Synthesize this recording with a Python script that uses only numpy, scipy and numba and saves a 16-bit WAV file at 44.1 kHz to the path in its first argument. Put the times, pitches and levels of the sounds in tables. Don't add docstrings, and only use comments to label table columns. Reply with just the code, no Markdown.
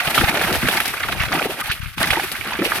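import sys
import numpy as np
from scipy import signal
from scipy.fft import rfft, irfft
from scipy.io import wavfile
from scipy.ndimage import uniform_filter1d
from numba import njit

SR = 44100
rng = np.random.default_rng(int(sys.argv[2]) if len(sys.argv) > 2 else 0)


def store_pcm(level_fs):
    pcm = np.round(np.clip(level_fs, -1, 1) * 32767).astype(np.int16)
    wavfile.write(sys.argv[1], SR, np.atleast_2d(pcm).T)


def gain_from_db(level_db):
    decades = np.asarray(level_db, float) / 20
    return 10 ** decades


N = 123479


def curve(rows, col, at, log=False):
    a = np.array(rows, float)
    return np.interp(at, np.log(a[:, 0]) if log else a[:, 0], a[:, col])


def band(x, lo_hz, hi_hz, order=2):
    return signal.sosfilt(signal.butter(order, [lo_hz, hi_hz], "band", fs=SR, output="sos"), x)


def walk(rate_hz):
    hold = int(SR / rate_hz)
    steps = np.repeat(rng.standard_normal(N // 50), hold)[:N]
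    smooth = uniform_filter1d(uniform_filter1d(steps, hold // 2), hold // 2)
    return smooth / smooth.std()


@njit
def ring(n, sr, at, hz, cycles, size, glide, lag, pan):
    out = np.zeros((2, n))
    for g in range(len(at)):
        for c in range(2):
            start = (at[g] + (lag[g] if c == 0 else 0.)) * sr
            first = int(start) + 1
            life = cycles[g] / hz[g] * sr
            w = 2 * np.pi * hz[g] / sr
            turn = -1 / life + 1j * w
            z = np.exp(turn * (first - start)) * size[g] * (pan[g] if c == 0 else 1 / pan[g])
            turn, bend = np.exp(turn), np.exp(1j * w * glide[g] / life)
            shut, opening = np.exp(-.4 * w * (first - start)), np.exp(-.4 * w)
            for i in range(max(first, 0), min(n, first + int(4 * life))):
                out[c, i] += z.imag * (1 - shut)
                z *= turn
                turn *= bend
                shut *= opening
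    return out


def bubbles(at, hz, cycles, size, glide, bearing):
    one = np.ones(len(at))
    lag_s = -0.000028 + 6e-5 * bearing[0]
    pan = gain_from_db(3.5 * bearing[1] / 2)
    return ring(N, 1. * SR, at, np.clip(hz, 60, 17000), cycles * one, size, glide * one, lag_s, pan)


def swarm(db, lo_hz, hi_hz, cycles, scatter_db, glide, count):
    u = rng.random((2, count))
    e = np.minimum(rng.exponential(size=(2, count)), 3.5)
    at = u[0] * (N - 1) / SR
    hz = lo_hz * (hi_hz / lo_hz) ** u[1]
    life = cycles * (.5 + .5 * e[1])
    size = gain_from_db(scatter_db * e[0]) * hz / np.sqrt(life) * (-1) ** np.arange(count)
    size *= np.sqrt(4 * N / SR / np.sum(size ** 2 * life / hz))
    size *= gain_from_db(db[(at * SR).astype(int)])
    return bubbles(at, hz, life, size, glide, rng.standard_normal((2, count)))


def bursts(rows, spray_db, rise_s, fall_s, spread, cycles, trim_db, count):
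    a = np.array(rows, float)
    n = rng.standard_normal((len(a), 4, count))
    u = rng.random((len(a), 3, count))
    bearing = rng.standard_normal((len(a), 2, 1)) + .6 * n[:, 1:3]
    k = np.arange(count)
    fine, first = k % 6 > 0, k == 0
    rise = rise_s * np.where(first, .5, u[:, 1] * np.where(fine, 1.6, 1))
    fall = -fall_s * np.log(1 - u[:, 0]) * np.where(fine, 2.2, .7) * ~first
    late = rise + fall
    at = a[:, :1] + late - .65 * rise_s
    cluster_hz = a[:, 2:3] * np.exp(spread * n[:, 0] * ~first)
    hz = np.where(fine, 2500 * 5.73 ** u[:, 2], cluster_hz)
    drops_db = np.reshape(spray_db, (-1, 1)) - 2.0 + 3.93 * np.log2(hz / 10000)
    db = a[:, 1:2] + trim_db + np.where(fine, drops_db, 0) + 3 * first
    db = db - np.where(fine, 1.2, 3) * late / fall_s
    life = np.where(first, 1.8, 1) * cycles + 0 * hz
    size = gain_from_db(db) * np.sign(n[:, 3])
    return bubbles(at.ravel(), hz.ravel(), life.ravel(), size.ravel(), 0.038,
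                   (bearing[:, 0].ravel(), bearing[:, 1].ravel()))


def pond():
    return gain_from_db(-92) * rng.standard_normal((2, N))


def wind(t):
    # (time [s], left level [dB], right level [dB])
    breeze = [
        (0, -49.5, -59),
        (.4, -54, -53),
        (.62, -48, -44),
        (.9, -55, -58),
        (1.2, -43, -62),
        (1.55, -62.5, -67),
        (1.82, -41.5, -55),
        (2.1, -54.5, -55),
        (2.4, -56.5, -58.5),
    ]
    # (time [s], peak level [dB], push + or pull - [ratio])
    puffs = [(0.078, -13, -1.44), (0.2026, -9.5, -1.15), (0.2234, -20, 0.34), (0.2414, 6.5, 0.46),
             (0.2533, -27, 0.91), (0.2838, -18, -1.5), (1.173, -19.5, -1.7), (1.208, -5, 1),
             (1.238, -13.5, -1.2), (1.7, -13, -1.45), (1.8036, -9, -0.65), (1.832, -13.5, -1.2),
             (1.8627, -15.5, -1.4), (2.002, -6, 0.36), (2.111, -8, 0.9), (2.13, -11, 0.79)]
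    out = np.zeros((2, N))
    for c in range(2):
        gust_db = np.clip(7.4 * walk(30.13), -14, 5.5)
        rumble = band(rng.standard_normal(N), 26.7, 135.5, order=3)
        out[c] = rumble * gain_from_db(curve(breeze, c + 1, t) + 38.5 + gust_db)
    eddy_s = 0.0017
    eddies = sum(push * gain_from_db(db + 2.5) * np.exp(-.5 * ((t - s) / eddy_s) ** 2) for s, db, push in puffs)
    out[0] += signal.sosfiltfilt(signal.butter(1, 40, "high", fs=SR, output="sos"), eddies)
    return out


def spits(count):
    # (time [s], peak level [dB])
    spit_rows = [(0.2915, -23), (0.5257, -8), (0.743, -14), (0.7695, -11.5), (0.834, -22), (0.8546, -8),
                 (0.8773, -9.5), (0.996, -21), (1.2201, -23), (1.4033, -18), (2.0718, -10.5), (2.1444, -23),
                 (2.226, -20), (2.256, -32), (2.3156, -11), (2.446, -22), (2.6436, -12), (2.7564, -15)]
    a = np.array(spit_rows, float)
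    u = rng.random((len(a), 3, count))
    n = rng.standard_normal((len(a), 3, count))
    rise_s, fall_s = 0.0018, .005
    at = a[:, :1] + rise_s * u[:, 0] - fall_s * np.log(1 - u[:, 1])
    hz = 4500 * 3.6 ** u[:, 2]
    size = gain_from_db(a[:, 1:2] + 1.5) * n[:, 0]
    return bubbles(at.ravel(), hz.ravel(), 1.4, size.ravel(), .03, (n[:, 1].ravel(), n[:, 2].ravel()))


def plops():
    # (time [s], peak level [dB], pitch [Hz])
    plop_rows = [(0.121, -22, 820), (0.186, -7, 1216), (0.236, -7.5, 748), (0.283, -10, 807),
                 (0.37, -14, 564), (0.436, -13, 743), (0.772, -16, 765), (1.097, -17.5, 655),
                 (1.24, -19, 1100), (1.317, -26, 1170), (1.334, -12, 703), (1.621, -15, 1160),
                 (1.681, -21, 840), (2.082, -16, 810), (2.171, -5, 853), (2.195, -12.5, 750),
                 (2.521, -10, 940), (2.624, -15.5, 530)]
    a = np.array(plop_rows, float)
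    bearing = .5 * rng.standard_normal((len(a), 2)).T
    return bubbles(a[:, 0], a[:, 2], 6, gain_from_db(a[:, 1] - 7.5), 0.067, bearing)


def glugs():
    # (time [s], peak level [dB], pitch [Hz])
    pockets = [(0.215, -3.5, 258), (0.324, -16, 304), (0.41, -7.5, 695), (0.521, -5, 362),
               (0.628, -6.5, 228), (0.684, -8, 500), (0.754, -15, 760), (0.936, -23, 380),
               (1.307, -15, 258), (1.41, -8, 720), (1.454, -7.5, 416), (1.494, -12.5, 413),
               (1.973, -16, 224), (2.126, -9, 764), (2.168, -11, 323), (2.589, -6, 308), (2.615, -3, 283),
               (0.014, -18, 650), (0.175, -9.5, 262), (0.439, -14.5, 191), (0.522, -11.5, 310),
               (0.549, -11, 530), (0.649, -10, 236), (0.699, -29, 549), (0.796, -25, 188),
               (1.002, -19, 615), (1.419, -18, 313), (2.021, -14, 630), (2.639, -13, 450), (2.659, -9, 428)]
    a = np.array(pockets, float)
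    n = rng.standard_normal((3, len(a), 3))
    at = a[:, :1] + np.array([.001, .007, .016])
    db = a[:, 1:2] + np.array([-3, -6, -8])
    hz = a[:, 2:3] * np.exp(n[0] * np.array([0, .25, .45]))
    return bubbles(at.ravel(), hz.ravel(), 1.34, gain_from_db(db).ravel(), 0.019, 0.83 * n[1:].reshape(2, -1))


def churn(t):
    # (time [s], churn level [dB], spray share [dB], depth share [dB])
    thrash = [(0, -25, -10.5, -6.5), (.17, -23.5, -5.5, -2), (.36, -21.5, -13.5, -4.5), (.48, -26.5, -4, 2),
              (.52, -23.5, -9.5, 1), (.605, -29.5, -4.5, -3.5), (.76, -24.5, -7.5, -3.5),
              (.92, -31, -6.5, -6), (1.29, -27.5, -15, -9), (1.35, -24.5, -10.5, 1),
              (1.5, -33.5, -5.5, 1.5), (1.68, -33, -8, -9), (1.8, -39, -7, -16), (1.968, -43, -5, -30),
              (2.005, -24, -9.5, -2.5), (2.2, -31.5, -6, -4), (2.29, -34.5, -3.5, -10),
              (2.56, -30.5, -13, -3.5), (2.66, -28.5, -6, -2.5)]
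    db, surge = curve(thrash, 1, t), walk(60)
    spray_db = db + curve(thrash, 2, t)
    depth_db = db + curve(thrash, 3, t)
    froth = swarm(db + 1.0 + 1.3 * surge + 4.2 * walk(100), 1040, 6950,
                  cycles=4.27, scatter_db=1.0, glide=0.037, count=8000)
    spray = swarm(spray_db + 19.5 + 2.34 * surge + 0.5 * walk(85), 4200, 14300,
                  cycles=0.66, scatter_db=-2.7, glide=0.044, count=36000)
    slosh = swarm(depth_db - 3 + 2.2 * surge + 1.43 * walk(30.04), 557.5, 973,
                  cycles=2.2, scatter_db=0.5, glide=0.052, count=1100)
    deep = swarm(depth_db - 5 + 2.05 * surge + 2.9 * walk(22.09), 154.4, 405.6,
                 cycles=1.43, scatter_db=2.5, glide=0.03, count=600)
    return band(froth + spray, 850, 19400, order=3) + slosh + deep


def fin_ticks():
    # (time [s], peak level [dB], pitch [Hz])
    tick_rows = [
        (.6865, -8, 1950),
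        (1.2345, -12, 1980),
        (1.981, -15.5, 3340),
        (2.029, -4, 2860),
        (2.316, -20, 5230),
        (.8035, -11.5, 2320),
    ]
    return bursts(tick_rows, 14.3, rise_s=0.0011, fall_s=0.0011, spread=.4, cycles=1.2,
                  trim_db=-2, count=36)


def tail_flicks():
    # (time [s], peak level [dB], bubble pitch [Hz])
    flick_rows = [(0.4363, -12.5, 1330), (0.503, -18, 1310), (0.6551, -13.5, 1600), (0.7132, -9, 3380),
                  (1.0431, -22, 1260), (1.3414, -21, 1200), (1.4196, -11, 2240), (1.6598, -13, 3100),
                  (1.8598, -21, 2420), (2.0746, -14, 2070), (2.1432, -17, 1240), (2.412, -16.5, 2300),
                  (.0972, -19.5, 1190), (.2314, -27, 1660), (.3277, -17.5, 1350), (.7612, -18, 1560),
                  (.8555, -27, 2360), (1.1817, -34, 1600), (1.4466, -18, 1860), (1.5085, -25.5, 1290),
                  (1.5903, -37, 1560), (1.6716, -32, 1290), (1.8143, -37, 2880), (1.8961, -36, 2500),
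                  (2.1575, -11.5, 1880), (2.2328, -16.5, 2340), (2.4593, -18.5, 1600),
                  (2.5545, -18.5, 1650), (2.592, -26, 1650), (2.6214, -12, 1800), (.875, -17, 2300),
                  (1.397, -16.5, 1340), (2.68, -35, 2600)]
    return bursts(flick_rows, 8.0, rise_s=0.0055, fall_s=0.015, spread=0.23, cycles=2.04,
                  trim_db=-5, count=60)


def tail_slaps():
    # (time [s], peak level [dB], bubble pitch [Hz], spray share [dB])
    slap_rows = [(0.0678, -15, 1220, -6.5), (0.1455, -4, 2270, -8), (0.178, -0.5, 1300, -9),
                 (0.212, -4, 1560, -30), (0.2805, -9, 1240, -22), (0.414, -3.5, 1670, -10.5),
                 (0.5481, -13.5, 2360, -4.5), (0.6315, -10, 1500, -27), (0.6856, -8.5, 1570, -6),
                 (0.8022, -0.5, 2310, -19), (0.9379, -7.5, 1860, -19), (1.0862, -4, 1470, -18.5),
                 (1.2147, -7, 1960, -14), (1.2353, -8, 1066, -19), (1.3193, -7.5, 1220, -26),
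                 (1.3755, -10.5, 1300, -15.5), (1.613, -10.5, 1540, -36), (1.7143, 0, 2640, -14),
                 (1.981, -14, 1060, -7), (2.0141, -5, 1395, -15.5), (2.1044, -4.5, 1960, -6.5),
                 (2.1318, -5, 1390, -11), (2.1976, -4.5, 1730, -13.5), (2.5078, -11, 1490, -12.5),
                 (2.6524, -3, 2690, -9.5), (2.7194, -0.5, 1555, -25), (2.759, -10, 1870, -21)]
    spray_db = np.array(slap_rows)[:, 3] + 24
    return bursts(slap_rows, spray_db, rise_s=0.0037, fall_s=.006, spread=0.29, cycles=1.92,
                  trim_db=-11.5, count=90)


def ports(x):
    # (frequency [Hz], level [dB])
    left_port = [
        (200, 2.5),
        (1400, 6),
        (2500, -1),
        (3500, -1),
        (7000, -13.5),
        (9500, -5.5),
        (12500, -2.5),
        (16000, -18.5),
    ]
    # (frequency [Hz], level [dB])
    right_port = [
        (200, 1),
        (1400, 6.5),
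        (2500, 8),
        (4000, -4),
        (8000, -27.5),
        (10000, -18.5),
        (12500, -11.5),
        (16000, -17.5),
    ]
    hz = np.maximum(np.fft.rfftfreq(2048, 1 / SR), 20)
    dip_db = -4.5 * np.exp(-.5 * ((hz - 1019) / 70) ** 2)
    out = []
    for side, port in zip(x, (left_port, right_port)):
        cepstrum = irfft(np.log(gain_from_db(curve(port, 1, np.log(hz), log=True) + dip_db)))
        cepstrum[1:1024] *= 2
        cepstrum[1025:] = 0
        response = irfft(np.exp(rfft(cepstrum)))
        out.append(signal.fftconvolve(side, response)[:N])
    return np.array(out)


def scene():
    t = np.arange(N) / SR
    water = pond() + spits(count=120) + plops() + glugs() + churn(t)
    blows = fin_ticks() + tail_flicks() + tail_slaps()
    return ports(water + blows) + wind(t)


def roll_off(x):
    return signal.sosfilt(signal.butter(12, 16460, fs=SR, output="sos"), x)


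def record(dry):
    rounded = np.tanh(0.78 * dry) / 0.92
    no_rumble = signal.sosfilt(signal.butter(1, 25, "high", fs=SR, output="sos"), rounded)
    top = signal.ellip(10, .3, 60, 15950, fs=SR, output="sos")
    return roll_off(signal.sosfilt(top, no_rumble))


dry = scene()
out = record(dry)
store_pcm(out)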